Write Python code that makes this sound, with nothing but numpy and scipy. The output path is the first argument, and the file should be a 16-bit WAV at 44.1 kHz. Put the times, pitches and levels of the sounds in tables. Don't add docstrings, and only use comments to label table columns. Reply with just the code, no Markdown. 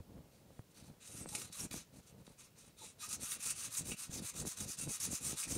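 import sys
import numpy as np
from scipy import signal
from scipy.fft import rfft, irfft
from scipy.io import wavfile

SR = 44100
rng = np.random.default_rng(int(sys.argv[2]) if len(sys.argv) > 2 else 0)


def to_wav(s):
    ch = np.atleast_2d(s).T
    pcm = np.round(np.clip(ch, -1, 1) * 32767)
    wavfile.write(sys.argv[1], SR, pcm.astype(np.int16))


def boost_factor(decibels):
    exponent = np.asarray(decibels, float) / 20
    return 10 ** exponent


N = 245891
FIRM_DB = -50


def response(spectrum):
    hz, level_db = np.transpose(spectrum)
    bins_hz = np.fft.rfftfreq(N, 1 / SR) + 1e-3
    return boost_factor(np.interp(np.log(bins_hz), np.log(hz), level_db))


def coloured(x, spectrum, low_hz, high_hz):
    hz = np.fft.rfftfreq(N, 1 / SR)
    shaped = rfft(x) * response(spectrum)
    inside = shaped[(hz > low_hz) & (hz < high_hz)]
    return irfft(shaped, N) * N / np.sqrt(2 * np.sum(np.abs(inside) ** 2))


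def drift(rate_hz):
    r = np.exp(-40 * np.pi * rate_hz / SR)
    slow = signal.lfilter([1], [1, -2 * r, r * r], rng.standard_normal(N // 20 + 4002))[4000:]
    return np.interp(np.arange(N) / 20, np.arange(len(slow)), slow / slow.std())


def resonate(x, hz, width_hz):
    r = np.exp(-np.pi * width_hz / SR)
    zeros = np.array([1, 0, -1]) * (1 - r * r) / 2
    return signal.lfilter(zeros, [1, -2 * r * np.cos(2 * np.pi * hz / SR), r * r], x)


def band(x, low_hz, high_hz):
    return signal.sosfilt(signal.butter(2, [low_hz, high_hz], "band", fs=SR, output="sos"), x)


def sweep(start, length, peak, linger_s):
    end = start + length + linger_s
    span = np.arange(max(int(start * SR), 0), min(int(end * SR), N))
    fastest = start + np.clip(peak, .02, .98) * length
    travel = np.interp(span / SR, [start, fastest, end], [0, .5, 1])
    return span, np.abs(np.sin(np.pi * travel)), travel < .5


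# (frequency [Hz], level [dB per Hz])
ROOM_COLOUR = [(18, -36), (30, -8.5), (152, 3), (352, -7.5), (535, -9), (800, -16.5), (1370, -18),
               (7540, -22), (15700, -23.5)]


def room_tone():
    return boost_factor(-72) * coloured(rng.standard_normal(N), ROOM_COLOUR, 450, 13600)


# (start [s], length [s], strongest point [share 0-1], rumble [dB])
ARM_PUFFS = [(-.04, 0.058, 0.14, -51), (0.016, 0.3, 0.46, -55), (0.28, 0.33, 0.75, -59.5),
             (0.734, 0.26, 0.6, -57.5), (1.064, 0.21, 0.95, -51.5), (1.257, 0.28, 0.1, -54.5),
             (1.555, 0.112, 0.98, -51), (1.702, 0.13, .25, -50.5), (1.89, 0.12, 0.68, -55),
             (2.087, 0.15, 0.63, -57.5), (2.27, 0.065, 0.4, -61.5), (2.608, 0.13, 0.66, -63.5),
             (2.822, 0.077, 1, -62), (3.062, 0.16, 0.26, -56), (3.164, 0.092, 0.5, -54.5),
             (3.301, 0.13, .45, -60.5), (3.45, 0.2, 0.1, -56.5), (3.613, 0.097, 0.7, -59),
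             (3.762, 0.18, 1, -48), (4.069, 0.19, 0.7, -45.5), (4.312, 0.17, 0.99, -46.5),
             (4.564, 0.14, 0.94, -45.5), (4.775, 0.14, 0.82, -45), (4.989, 0.16, 0.82, -48),
             (5.171, 0.18, 1, -48), (5.445, 0.23, 0.77, -41.5)]
# (frequency [Hz], level [dB per Hz])
GUST_COLOUR = [(15, -23), (25, -12), (92, 0.5), (178, 0.5), (296, -3), (453, -5), (700, -16), (1100, -22.5),
               (2400, -20)]


def puffs():
    power = np.full(N, boost_factor(-75.5) ** 2)
    for start, length, peak, rumble_db in ARM_PUFFS:
        span, speed, _ = sweep(start, length, peak, linger_s=0.0093)
        power[span] += (boost_factor(rumble_db) * speed ** 0.95) ** 2
    gust = np.sqrt(power) / boost_factor(FIRM_DB)

    lumps_db = 1.5 * drift(23.0) + 3.2 * drift(97)
    eddies = coloured(rng.standard_normal(N) * boost_factor(lumps_db), GUST_COLOUR, 50, 400)
    rumble, flutter = band(eddies, 33, 520), band(eddies, 400, 1000)
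    rumble = gust * rumble / rumble.std()
    flutter = boost_factor(-9.5) * gust ** 0.65 * flutter / flutter.std()
    return boost_factor(FIRM_DB) * (rumble + flutter)


# (time [s], peak [dB], pitch [Hz], snap [0-1])
AIR_POPS = [(0.593, -37, 112, 0.23), (0.844, -50, 167, 0.23), (0.912, -45, 156, 0),
            (1.259, -41.5, 180, 0.77), (1.5, -47, 148, 0.22), (1.742, -35.5, 174, 0.37),
            (2.278, -45, 185, 0.33), (3.085, -59, 96, 0.9), (3.233, -39.5, 199, 0.2),
            (3.809, -36.5, 152, 0.15), (4.095, -36.5, 150, 0), (4.425, -40, 158, 0.33),
            (4.452, -36, 285, 0.4), (4.471, -32.5, 160, 0.15), (.002, -41, 91, 0.11),
            (1.639, -37, 190, 0.04), (3.919, -33, 230, 0.1), (4.875, -33, 130, 0.18),
            (5.33, -35, 210, 0.23), (5.539, -41, 100, 0)]


def pops():
    out, t = np.zeros(N), np.arange(1500) / SR
    for time, peak_db, hz, snap in AIR_POPS:
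        i = round(time * SR)
        swing = np.sin(2 * np.pi * hz * t) * np.exp(-t * hz * 1.22)
        suck = -9 * snap * np.exp(-t / 0.00041) * (1 - np.exp(-t / 0.00013)) ** 2
        out[i:i + 1500] += boost_factor(peak_db) * (swing + suck)
    return out


# (start [s], length [s], fastest point [share 0-1], hiss [dB])
LOOSE_STROKES = [(.3, 0.13, 0.35, -76.5), (0.472, 0.14, 0.9, -73.5), (0.705, 0.015, 0.5, -75),
                 (0.749, 0.072, 0.52, -61.5), (.815, 0.093, 0.54, -68.5), (0.999, 0.11, 0.8, -55),
                 (1.087, .16, 0.49, -50), (1.267, 0.22, 0.51, -47.5), (1.515, 0.14, 0.8, -47.5),
                 (1.713, .11, 0.27, -48.5), (1.93, 0.075, 0.56, -63.5), (2.031, 0.016, 0.4, -69),
                 (2.063, 0.054, 0.45, -61.5), (2.183, 0.034, .5, -70), (2.251, 0.028, 0.4, -65.5),
                 (2.287, 0.051, 0.4, -69), (2.38, 0.041, 0.67, -60), (2.428, 0.046, 0.6, -66),
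                 (2.562, 0.085, 0.6, -65), (2.646, 0.059, 0.36, -66.5), (2.771, .15, 0.43, -54),
                 (2.99, 0.075, 0.87, -49), (3.08, 0.071, 0.85, -45.5), (3.2, 0.067, 0.8, -45),
                 (3.269, 0.092, 0.71, -43)]
# (start [s], length [s], fastest point [share 0-1], hiss [dB])
FAST_STROKES = [(3.387, 0.14, 0.77, -42.5), (3.545, 0.14, 0.68, -43.5), (3.696, 0.12, 0.66, -42.5),
                (3.844, 0.099, 0.57, -44), (3.965, 0.11, 0.5, -45), (4.096, 0.096, 0.78, -45),
                (4.214, 0.1, 0.6, -46), (4.339, 0.093, 0.63, -44), (4.449, 0.095, 0.48, -43),
                (4.56, 0.085, 0.82, -41), (4.665, 0.084, 0.56, -41), (4.771, 0.091, 0.65, -41),
                (4.879, 0.097, 0.52, -39.5), (4.997, 0.082, 0.63, -38.5), (5.093, 0.093, 0.64, -41),
                (5.202, 0.14, 0.62, -41), (5.356, 0.096, 0.72, -40), (5.468, 0.14, 0.36, -40.5)]


def hand():
    power, steepness = np.zeros((3, N)), np.array([[.8], [1.3], [2.1]])
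    creep_s, bite = 0.022, 0.85
    loose, fast = len(LOOSE_STROKES), len(FAST_STROKES)
    fine_db = [-22] * loose + [-18, -19.5] * fast
    roundness = [0.97] * loose + [1.145] * fast
    strokes = LOOSE_STROKES + FAST_STROKES
    for (start, length, fastest, hiss_db), fine, curve in zip(strokes, fine_db, roundness):
        span, speed, rising = sweep(start - 0.35 * creep_s, length + 0.26 * creep_s, fastest, creep_s)
        speed = speed ** (curve * np.where(rising, bite, 1))
        effort_db = hiss_db - FIRM_DB
        ring_db = FIRM_DB - 9 + 0.75 * effort_db
        finest_db = FIRM_DB + fine + 1.1 * effort_db
        levels = boost_factor([ring_db, hiss_db, finest_db])
        power[:, span] += (levels[:, None] * speed ** steepness) ** 2
    return np.sqrt(power)


def grit(per_s, spread_db):
    sizes = boost_factor(spread_db * np.minimum(rng.exponential(1, N), 5)) * rng.choice([-1, 1], N)
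    clumps = boost_factor(2.0 * drift(68) + 2.16 * drift(1.6))
    x = sizes * (rng.random(N) < per_s / SR) * clumps
    return x / x.std()


# (frequency [Hz], level [dB per Hz])
PAPER_COLOUR = [(470, -10), (800, 0), (1110, 7.5), (2010, 4), (2610, 9), (3150, 5.5), (3890, 10), (5380, 7),
                (6250, 13), (7820, 11), (8630, 14.5), (9900, 9.5), (12800, 2.5), (15700, 9)]
# (frequency [Hz], width [Hz], level [dB])
RIM_MODES = [(1237, 35, 2), (1331, 45, -2), (1493, 50, -4), (1890, 70, -4), (2208, 55, -2), (2354, 35, -1),
             (2516, 70, 1), (2690, 60, -1), (2920, 60, -3), (3342, 35, -4), (3618, 60, 0), (3791, 60, 0),
             (3908, 70, 0), (4530, 80, -2), (5030, 70, 1), (5702, 40, 7), (6500, 550, 1.5), (7250, 250, 3),
             (8480, 350, 5), (9000, 250, 3), (9700, 400, 4), (10500, 400, 0), (11100, 300, -5),
             (11900, 400, -6)]


def sanding():
    layers = np.zeros((3, N))
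    broad = coloured(grit(per_s=14000, spread_db=2.5), PAPER_COLOUR, 3300, 16000)
    edges_hz = 500 * 2 ** np.arange(0, 5.2, 1 / 3)
    for k, (low, high) in enumerate(zip(edges_hz, edges_hz[1:])):
        layer = np.searchsorted([4400, 11000], low)
        layers[layer] += (-1) ** k * band(broad, low, high) * boost_factor(2.0 * drift(7))

    grains = grit(per_s=9000, spread_db=2.0)
    for k, (hz, width, level_db) in enumerate(RIM_MODES):
        swell = boost_factor(level_db + 3.75 * drift(9.9))
        layers[int(hz > 4800)] += (-1) ** k * resonate(grains, hz, width) * swell
    return np.sum(hand() * layers / layers.std(axis=1, keepdims=True), axis=0)


def workshop(x):
    t = np.arange(SR // 3) / SR
    t60_s = 0.2
    tail = band(rng.standard_normal(len(t)), 900, 6300) * boost_factor(-60 * t / t60_s) * (t > .004)
    return boost_factor(-14) * signal.fftconvolve(x, tail / np.sqrt(np.sum(tail ** 2)))[:N]


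# (time [s], peak [dB], rim knock [dB], knock pitch [Hz])
HOLE_CATCHES = [(0.7108, -48.5, -81, 1840), (0.743, -48, -76, 1820), (0.918, -50.5, -83, 1100),
                (1.288, -33, -54, 4020), (1.3498, -23, -39.5, 2460), (1.4157, -29, -44, 1190),
                (1.5251, -32.5, -53.5, 3860), (1.5963, -27, -77, 3960), (1.7117, -33, -48, 2310),
                (2.266, -44, -58.5, 3920), (2.5835, -41, -87, 4020), (2.7745, -54, -83, 4050),
                (3.0135, -33, -77, 3830), (3.089, -25.5, -69, 3600), (3.1274, -22, -50, 3520),
                (3.3181, -29, -44.5, 3650), (3.454, -26.5, -58, 3920), (3.495, -29.5, -47.5, 2650),
                (3.628, -43, -52, 2720), (3.7504, -43, -45.5, 4000), (3.852, -41, -66, 4020),
                (3.9179, -54, -42.5, 2660), (4.5704, -32, -66, 2210), (4.787, -27, -71, 3920),
                (5.0005, -25, -66, 3760), (5.4298, -46, -46, 2610)]


def catches():
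    spurts, knocks, t = np.zeros(N), np.zeros(N), np.arange(4000) / SR
    noise = band(band(grit(per_s=12000, spread_db=2.5), 5000, 11000), 4500, 12000)
    noise /= noise.std()
    when, peak_db, knock_db, pitch_hz = np.transpose(HOLE_CATCHES)
    at = np.round(when * SR).astype(int)
    spurt = np.exp(-t / 0.01) * (1 - np.exp(-t / 0.00081))
    for i, level in zip(at, boost_factor(peak_db - 14.5)):
        spurts[i:i + 4000] += level * spurt * noise[i:i + 4000]

    chance_db = rng.normal(0, 2.2, (len(at), len(RIM_MODES)))
    for k, (hz, width, _) in enumerate(RIM_MODES[:15]):
        off_pitch_db = np.minimum(25 * np.abs(np.log2(hz / pitch_hz)), 11)
        blows = np.zeros(N)
        blows[at] = boost_factor(knock_db + 40.5 + chance_db[:, k] - off_pitch_db)
        knocks += (-1) ** k * resonate(blows + 1e-18, hz, 1.1 * width)
    return spurts + knocks


# (start [s],
# length [s], pitch [Hz], width [Hz], level [dB])
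RINGING_SWELLS = [(1.188, 0.064, 8250, 500, -53.5), (1.255, 0.075, 8300, 500, -53.5),
                  (1.318, .07, 820, 204, -55.5), (2.802, .06, 432, 150, -64), (1.328, 0.12, 347, 152, -61),
                  (1.254, 0.26, 4050, 250, -64), (1.525, 0.035, 3930, 250, -58),
                  (1.596, 0.023, 5620, 120, -45), (2.767, 0.12, 3840, 500, -61), (2.803, 0.05, 870, 150, -61),
                  (2.983, 0.089, 3910, 500, -60.5), (3.026, 0.033, 1225, 50, -53),
                  (3.322, 0.041, 1230, 60, -70), (3.475, 0.052, 2590, 70, -60),
                  (3.455, 0.051, 1340, 120, -56.5), (3.9, 0.041, 2530, 200, -51),
                  (5.418, 0.048, 2480, 250, -52.5)]


def singing():
    out, noise = np.zeros(N), rng.standard_normal((len(RINGING_SWELLS), SR // 2))
    for (start, length, hz, width, level_db), push in zip(RINGING_SWELLS, noise):
        tone = resonate(resonate(push, hz, width), hz, 2 * width)[-round(length * SR):]
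        swell = np.sqrt(np.hanning(len(tone)))
        i = round(start * SR)
        out[i:i + len(tone)] += boost_factor(level_db) * tone / tone.std() * swell
    return out


# (time [s], peak [dB])
GRAIN_TICKS = [
    (1.3486, -31),
    (1.4174, -25),
    (1.7125, -20),
    (1.598, -27),
    (2.583, -52),
    (3.317, -21),
]


def ticks():
    clicks = np.full(N, 1e-18)
    for time, peak_db in GRAIN_TICKS:
        clicks[round(time * SR)] = boost_factor(peak_db - 6.0)
    return band(clicks, 1300, 17000)


# (frequency [Hz], level re the common sound [dB])
CHANNEL_DIFFERENCE = [(60, -67), (110, -52), (200, -41), (380, -30), (700, -23.5), (1290, -27), (2380, -24),
                      (4400, -23.5), (8120, -32.5), (15000, -15.5)]


def scene():
    rubbing = sanding() + catches() + singing() + ticks()
    mid = room_tone() + puffs() + pops() + rubbing + workshop(rubbing)
    side = irfft(1j * rfft(mid) * response(CHANNEL_DIFFERENCE), N)
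    return np.array([mid + side, mid - side])


def top_cut(x):
    return signal.sosfilt(signal.butter(12, 16430, fs=SR, output="sos"), x)


def record(dry):
    low_pass = signal.ellip(12, .5, 70, 15730, fs=SR, output="sos")
    mix = signal.sosfilt(low_pass, dry)
    return top_cut(mix)


dry = scene()
out = record(dry)
to_wav(out)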